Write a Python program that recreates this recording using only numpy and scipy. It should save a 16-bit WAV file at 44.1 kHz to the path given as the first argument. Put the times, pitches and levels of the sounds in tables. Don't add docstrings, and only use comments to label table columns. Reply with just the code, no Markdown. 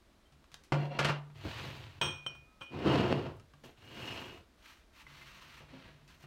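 import sys
import numpy as np
from scipy import signal
from scipy.fft import rfft, irfft
from scipy.io import wavfile
from scipy.ndimage import uniform_filter1d

SR = 44100
rng = np.random.default_rng(int(sys.argv[2]) if len(sys.argv) > 2 else 0)


def digitize_waveform(pressure):
    field = np.atleast_2d(pressure).T
    bounded = np.clip(field, -1, 1)
    quanta = np.round(bounded * 32767).astype(np.int16)
    wavfile.write(sys.argv[1], SR, quanta)


N = 276374

# level_db, t60_s
TOP_HZ = [95, 145, 196, 265, 357, 409, 480, 645, 696, 800, 873, 940, 1170]
TOP_RING = [(-63, .2), (-2, 1), (-15.5, 0.53), (-23, 0.16), (-19, 0.078), (-40, 0.053), (-13, 0.06),
            (-19, 0.19), (-34, 0.38), (-7.5, 0.082), (-21, 0.099), (-6.5, 0.047), (-25, 0.039)]
# level_db, t60_s
OBJECT_HZ = [552, 700, 900, 1180, 1400, 2050, 2380, 2770, 3300, 4150, 5500]
OBJECT_RING = [(-1, .12), (-2, .06), (-5, .05), (-7, .04), (-6, .05), (-11, .03), (-10, .04), (-5, .06),
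               (-12, .03), (-13, .04), (-20, .025)]
# freq_hz, level_db
SCRAPE_EQ = [(300, -48), (600, -7), (1000, -1), (1600, -4.5), (2200, -3), (2900, -1), (3500, -5.5),
             (4500, -8), (5200, -16), (9000, -30.5), (12000, -41)]
GRIT_EQ = [(3500, -30), (6000, -5.5), (8000, -13), (10500, -17.5), (13000, -13.5), (15500, -17.5)]


def gain_of(db):
    return 10 ** (np.asarray(db) / 20)


def unit_rms(x):
    return x / np.sqrt(np.mean(x ** 2) + 1e-20)


def curve_at(points, hz):
    freq_hz, value = np.transpose(points)
    return np.interp(np.log(hz + 1), np.log(freq_hz + 1), value)


def add(mix, start_s, sound):
    part = mix[round(start_s * SR):][:len(sound)]
    part += sound[:len(part)]


def colour(x, eq, tilt_db=0.):
    hz = abs(np.fft.fftfreq(4096, 1 / SR))
    shape_db = curve_at(eq, hz) + tilt_db * np.log2((hz + 50) / 2000)
    log_gain = np.log(gain_of(np.maximum(shape_db, -100)))
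    taps = np.fft.ifft(np.exp(np.conj(signal.hilbert(log_gain)))).real[:2048]
    return signal.oaconvolve(x, taps / np.linalg.norm(taps))[:len(x)]


def modes(pitches_hz, rows):
    return [(hz, *row) for hz, row in zip(pitches_hz, rows)]


def ring(x, partials, tilt_db=0., free=1):
    length_s = min(.5, .02 + free * max(t60 for *_, t60 in partials))
    t = np.arange(0, length_s, 1 / SR)
    tail = np.zeros(len(t))
    for hz, db, t60 in partials:
        decay_db = 60 * t / max(free * t60, .01)
        tail += gain_of(db + tilt_db * np.log2(hz / 3000) - decay_db) * np.sin(2 * np.pi * hz * t)
    attack = (1 - np.exp(-t / .0003)) ** 2
    return signal.oaconvolve(x, tail * attack)[:N]


def softened(x, keep):
    return signal.lfilter([1 - keep], [1, -keep], x)


def contacts(decay_s, per_s, after_db):
    t = np.arange(SR // 4) / SR
    chance, size = rng.random((2, len(t)))
    x = gain_of(after_db) * (chance < per_s / SR) * (2 * size - 1) * np.exp(-t / decay_s)
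    x[0] = 1
    return x


def bounces(decay_s, gap_s, after_db):
    jitter, size = rng.random((2, 60))
    times_s = np.cumsum(gap_s * (.7 + .54 * jitter))
    x = np.zeros(SR // 2)
    x[(times_s * SR).astype(int)] = gain_of(after_db - 3.8 * size) * np.exp(-times_s / decay_s)
    x = softened(x, keep=.27)
    x[0] = 1
    return x


def friction(spread_db, flutter_db):
    flutter = unit_rms(uniform_filter1d(uniform_filter1d(rng.standard_normal(N), 300), 300))
    size = gain_of(spread_db * rng.exponential(1, N) + flutter_db * flutter)
    return unit_rms(size * rng.standard_normal(N))


def short_strokes(rows):
    ease_db = np.array([-19.5, 0, 0, -19.5])
    strokes = []
    for start_s, rise_s, hold_s, fall_s, scrape_db, weight_db, *mix in rows:
        times_s = np.cumsum([start_s, rise_s, hold_s, fall_s])
        strokes.append((np.transpose([times_s, scrape_db + ease_db, weight_db + ease_db]), mix))
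    return strokes


def envelopes(strokes):
    follow_ratios = [0.91, .5, 1.26]
    gains = np.zeros((5, N))
    for curve, mix in strokes:
        times_s, scrape_db, weight_db = np.transpose(curve)
        t = np.arange(times_s[0], times_s[-1], 1 / SR)
        fade = signal.windows.tukey(len(t), min(.03 / (times_s[-1] - times_s[0]), 1))
        layers_db = [scrape_db, weight_db]
        for offset_db, ratio, lead in zip(mix, follow_ratios, (scrape_db, weight_db, scrape_db)):
            layers_db.append(offset_db + lead.max() + ratio * (lead - lead.max()))
        for gain, db in zip(gains, layers_db):
            add(gain, times_s[0], gain_of(np.interp(t, times_s, db)) * fade)
    return gains


def room_tone():
    # freq_hz, level_db
    air_eq = [(12, -45), (20, -5.5), (67, 1.5), (138, -15.5), (222, -8.5), (328, -11), (485, -17.5),
              (678, -14), (759, -20.5), (949, -18.5), (2820, -25.5), (3950, -25), (4420, -28),
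              (16000, -42.5)]
    shape = gain_of(curve_at(air_eq, np.fft.rfftfreq(N, 1 / SR)))
    return gain_of(-65) * unit_rms(irfft(rfft(rng.standard_normal(N)) * shape, N))


def pings():
    # start_s, level_db, pitch_hz, t60_s
    cues = [(0.256, -65.5, 3120, 0.099), (2.472, -70, 1280, 3.9), (3.398, -58, 1290, 0.062),
            (3.537, -59, 1140, .06), (5.066, -45, 2040, 0.037), (5.217, -46.5, 2090, 0.042),
            (5.73, -48, 264, 0.31)]
    out = np.zeros(N)
    for start_s, level_db, pitch_hz, t60_s in cues:
        add(out, start_s, ring([1.], [(pitch_hz, level_db, t60_s)]))
    return out


def knocks():
    # start_s, tick_db, hardness_db_per_octave, thump_db, rattle_s
    cues = [(0.323, -56, 7, -58.5, 0.011), (0.4423, -51, 5.5, -73, 0.004), (0.5176, -47.5, 9, -62, 0.016),
            (0.5426, -32.5, 7.5, -58, 0.0028), (0.637, -50, 10.5, -77, 0.021),
            (0.7214, -16, 0.74, -22, 0.016), (0.987, -31, 1, -32, 0.022),
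            (0.9904, -15.5, 2.6, -29.5, 0.016), (1.047, -18.5, 3.5, -34, 0.014),
            (1.0861, -22, 1.2, -44, 0.013), (1.0953, -21.5, 2, -49, 0.013), (1.3, -50, 1, -51, 0.0063),
            (2.0128, -26.5, 2, -35.5, 0.024), (2.2633, -34.5, 1.3, -47.5, 0.0025),
            (2.611, -42, 1, -73, 0.02), (2.7393, -42, -0.5, -39, 0.025), (3.368, -54, 19, -68, 0.004),
            (3.398, -47.5, 8, -59, 0.0048), (3.5366, -50, 4, -56, 0.0054), (3.6371, -52, 4, -69, 0.017),
            (5.0684, -44.5, 3.5, -74, 0.005), (5.6045, -44.5, 1.2, -57, 0.017),
            (5.7352, -48, -3, -47, 0.029), (5.8554, -44.5, -4, -53, 0.011), (6.078, -50.5, 10, -73, 0.021),
            (6.2375, -46.5, 1.3, -51, 0.012)]
    # freq_hz, level_db
    tick_eq = [(88, -2), (150, -0.5), (396, -5.5), (1060, -9), (1200, -7.5), (1370, -9.5), (2020, -16.5),
               (2810, -16), (3480, -23), (5130, -27.5), (15500, -58)]
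    out = np.zeros(N)
    for start_s, tick_db, hardness, thump_db, rattle_s in cues:
        touch = contacts(rattle_s, per_s=6000, after_db=-3.5)
        touch[0] = 0
        touch = softened(touch, keep=.38)
        touch[0] = gain_of(-4)
        tick = colour(touch, tick_eq, hardness)
        add(out, start_s, gain_of(tick_db) * tick / abs(tick).max())
        body = ring(touch, modes(OBJECT_HZ, OBJECT_RING), hardness, free=.79)
        add(out, start_s, gain_of(tick_db - 27.5) * body)
        free = np.clip(.74 + .013 * (thump_db + 30), .2, .7)
        push = contacts(rattle_s, per_s=370, after_db=-12)
        add(out, start_s, gain_of(thump_db) * ring(push, modes(TOP_HZ, TOP_RING), free=free))
    return out


def table_rumble(slips, modes_db):
    # freq_hz, level_db
    roar_eq = [(75, -21.5), (140, 5.5), (165, -15.5), (195, 1.5), (230, 0), (360, -0.4), (750, -12),
               (1500, -22.5), (2000, -36), (3300, -90.5)]
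    upper = [(hz, db / 2, t60 / 2) for hz, db, t60 in modes(TOP_HZ, TOP_RING)[2:]]
    return unit_rms(colour(slips, roar_eq) + gain_of(modes_db) * unit_rms(ring(slips, upper)))


def hard_slide(strokes, slips, body, tilt_db=0.):
    # freq_hz, level_db
    sway_eq = [(30, -45), (50, -20), (80, 0), (105, -0.5), (145, -4.5), (180, -30.5), (300, -61)]
    scrape, weight, grit, sway, ringing = envelopes(strokes)
    return (scrape * colour(slips, SCRAPE_EQ, tilt_db)
            + weight * table_rumble(slips, modes_db=-12)
            + grit * colour(friction(spread_db=2, flutter_db=1.5), GRIT_EQ)
            + sway * colour(rng.standard_normal(N), sway_eq)
            + ringing * unit_rms(body))


def lid_skids():
    # start_s, rise_s, hold_s, fall_s, scrape_db, weight_db, grit_db, sway_db, ring_db
    cues = [(.73, 0.017, .115, 0.031, -51.5, -41.5, -22.5, -27, 8.5),
            (.875, 0.045, 0.059, 0.015, -52, -48, -34, -33, 10),
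            (.995, 0.0095, 0.1, 0.1, -41, -43.5, -35, -22, -3.5)]
    slips = friction(spread_db=2.5, flutter_db=1.5)
    body = ring(slips, modes(OBJECT_HZ, OBJECT_RING), tilt_db=-2, free=.49)
    return hard_slide(short_strokes(cues), slips, body, tilt_db=-2)


def jar_drags():
    # time_s, scrape_db, weight_db
    drags = [
        [(1.34, -65, -71), (1.356, -62, -66), (1.434, -53, -64), (1.454, -49, -36.5), (1.524, -45.5, -59.5),
         (1.672, -46.5, -47), (1.956, -61.5, -70.5), (2.0, -64, -63)],
        [(2.69, -70, -66), (2.738, -57.5, -42.5), (2.826, -49, -37), (2.868, -41, -27), (2.972, -39, -26),
         (3.278, -54.5, -39.5), (3.494, -103, -86), (3.5, -86, -77)],
        [(3.76, -70, -74), (3.79, -64.5, -68.5), (3.98, -50, -47.5), (4.07, -46.5, -49), (4.228, -49.5, -49.5),
         (4.388, -60.5, -57), (4.452, -82, -78), (4.46, -76, -87)],
    ]
    # grit_db, sway_db, ring_db
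    drag_mixes = [(-18.5, -2.5, -41), (-31, -11, -8), (-15.5, -6, -6)]
    # start_s, rise_s, hold_s, fall_s, scrape_db, weight_db, then offsets as above
    slides = [(2.025, 0.0079, 0.025, 0.13, -60, -44, -25, -1.7, -6),
              (2.285, .012, .015, 0.17, -66, -63, -22, 3, -5),
              (2.598, 0.01, 0.027, 0.04, -62.5, -65, -10, -10, -7),
              (3.628, 0.01, 0.015, 0.098, -56.5, -51.5, -10, -14, -13)]
    # pitch_hz, width_hz, level_db
    base_bands = [(2880, 96, 5.5), (2694, 54, 1), (3160, 200, -2), (1880, 120, -20), (4190, 120, -18),
                  (5150, 250, -12.5)]
    base_modes = [(hz, db + 20 * np.log10(width / 100), 2.2 / width) for hz, width, db in base_bands]
    slips = friction(spread_db=2.5, flutter_db=1.5)
    strokes = [*zip(drags, drag_mixes), *short_strokes(slides)]
    return hard_slide(strokes, slips, ring(slips, base_modes))


def jar_clinks():
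    # start_s, blow_db, first_jar_share, hardness_db_per_octave, chatter_s, chatter_db, dull_db
    cues = [(2.014, -27.5, 0.21, 1, 0.055, -3, 1.5), (2.264, -37.5, 0.99, -6, 0.0028, 3, 3),
            (2.351, -60.5, 0.3, 4, 0.0066, 4, 9), (2.611, -53, 0.8, -7, 0.013, 10.5, 5.5),
            (2.664, -58, 0.5, -7, 0.027, 1, -16.5)]
    # level_db, t60_s
    first_hz = [2457, 2958, 3107, 3880, 5592, 6158, 6280, 8296, 12630, 13957, 15715]
    first_ring = [(-6, 0.56), (-8, 0.24), (8, 0.08), (-19, 0.07), (-5.5, 0.19), (-28, .1), (-16, 0.15),
                  (-6, 0.099), (-46, .1), (-19, 0.083), (-19, .12)]
    second_hz = [2488, 2900, 2976, 3200, 3274, 3536, 3978, 6310, 8122, 8240, 10100, 13600]
    second_ring = [(-2, 0.13), (-20, 0.15), (-16, 0.11), (7, 0.027), (-18, 0.059), (-6.5, 0.041),
                   (-18, 0.079), (-12.5, 0.076), (-18, 0.17), (-21.5, 0.12), (-38, 0.092), (-38, 0.074)]
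    # pitch_hz, level_db, t60_s
    under_table_modes = [(1070, 5, 0.0089), (1320, 3, 0.01), (607, -13.5, 0.028)]
    out = np.zeros(N)
    for start_s, blow_db, share, hardness, chatter_s, chatter_db, dull_db in cues:
        touch = gain_of(blow_db) * bounces(chatter_s, gap_s=.0042, after_db=chatter_db)
        add(out, start_s, share * ring(touch, modes(first_hz, first_ring), hardness))
        add(out, start_s, (1 - share) * ring(touch, modes(second_hz, second_ring), hardness))
        add(out, start_s, gain_of(dull_db) * ring(touch, under_table_modes))
    return out


def towel_pushes():
    # start_s, rise_s, hold_s, fall_s, rustle_db, weight_db, fibre_offset_db, hum_offset_db
    cues = [(4.569, .1, 0.04, 0.12, -56.5, -77, -11, -10),
            (4.786, 0.038, 0.014, 0.02, -70, -78.5, -33, -11.5),
            (4.908, 0.061, 0.054, 0.033, -58.5, -84, -11, -8),
            (5.036, 0.072, 0.47, 0.096, -56, -66.5, -13.5, 3),
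            (5.576, 0.15, 0.16, 0.23, -59.5, -60, -21, 2.5),
            (6.07, 0.027, 0.052, 0.048, -62.5, -72, -10.5, 7),
            (6.163, 0.058, 0.0095, 0.05, -63, -69, -6.5, 8)]
    # freq_hz, level_db
    rustle_eq = [(300, -31), (750, -8), (1000, 0.5), (1600, -1), (2300, -1), (2800, 0), (3600, -5.5),
                 (4300, -6), (5000, -15), (9000, -32), (12000, -75)]
    slips = friction(spread_db=1, flutter_db=1.4)
    rustle, weight, fibres, hum, _ = envelopes(short_strokes(cues))
    return (rustle * colour(slips, rustle_eq)
            + weight * table_rumble(slips, modes_db=2.5)
            + fibres * colour(slips, GRIT_EQ)
            + hum * unit_rms(ring(slips, modes(TOP_HZ, TOP_RING)[:2], free=.28)))


def room_echoes(x):
    # freq_hz, t60_s
    decay_times = [(200, 0.33), (1000, 0.37), (4000, 0.23), (12000, 0.17)]
    taps = np.zeros(SR // 2)
    slots = np.arange(150, len(taps) - 20, 20)
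    taps[slots + rng.integers(0, 20, len(slots))] = rng.choice([-1., 1.], len(slots))
    hz, t, bands = signal.stft(taps, SR, nperseg=256)
    decay = gain_of(-60 * t / curve_at(decay_times, hz)[:, None])
    tail = signal.istft(bands * decay * (hz[:, None] > 300), SR, nperseg=256)[1]
    return signal.oaconvolve(x, tail / np.linalg.norm(tail))[:N]


def scene():
    knocking = knocks()
    ringing = pings() + jar_clinks()
    rubbing = lid_skids() + jar_drags() + towel_pushes()
    send = gain_of(-7) * knocking + gain_of(-11.5) * ringing + gain_of(-12) * rubbing
    mix = knocking + ringing + gain_of(-1.5) * rubbing + room_echoes(send)
    low_cut = signal.butter(4, 65, "high", fs=SR, output="sos")
    return (signal.sosfilt(low_cut, mix) + room_tone())[None]


def record(dry):
    high_cut = signal.firwin(511, 15900, window=("kaiser", 9), fs=SR)
    return signal.oaconvolve(dry, high_cut[None], "same")


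dry = scene()
out = record(dry)
digitize_waveform(out)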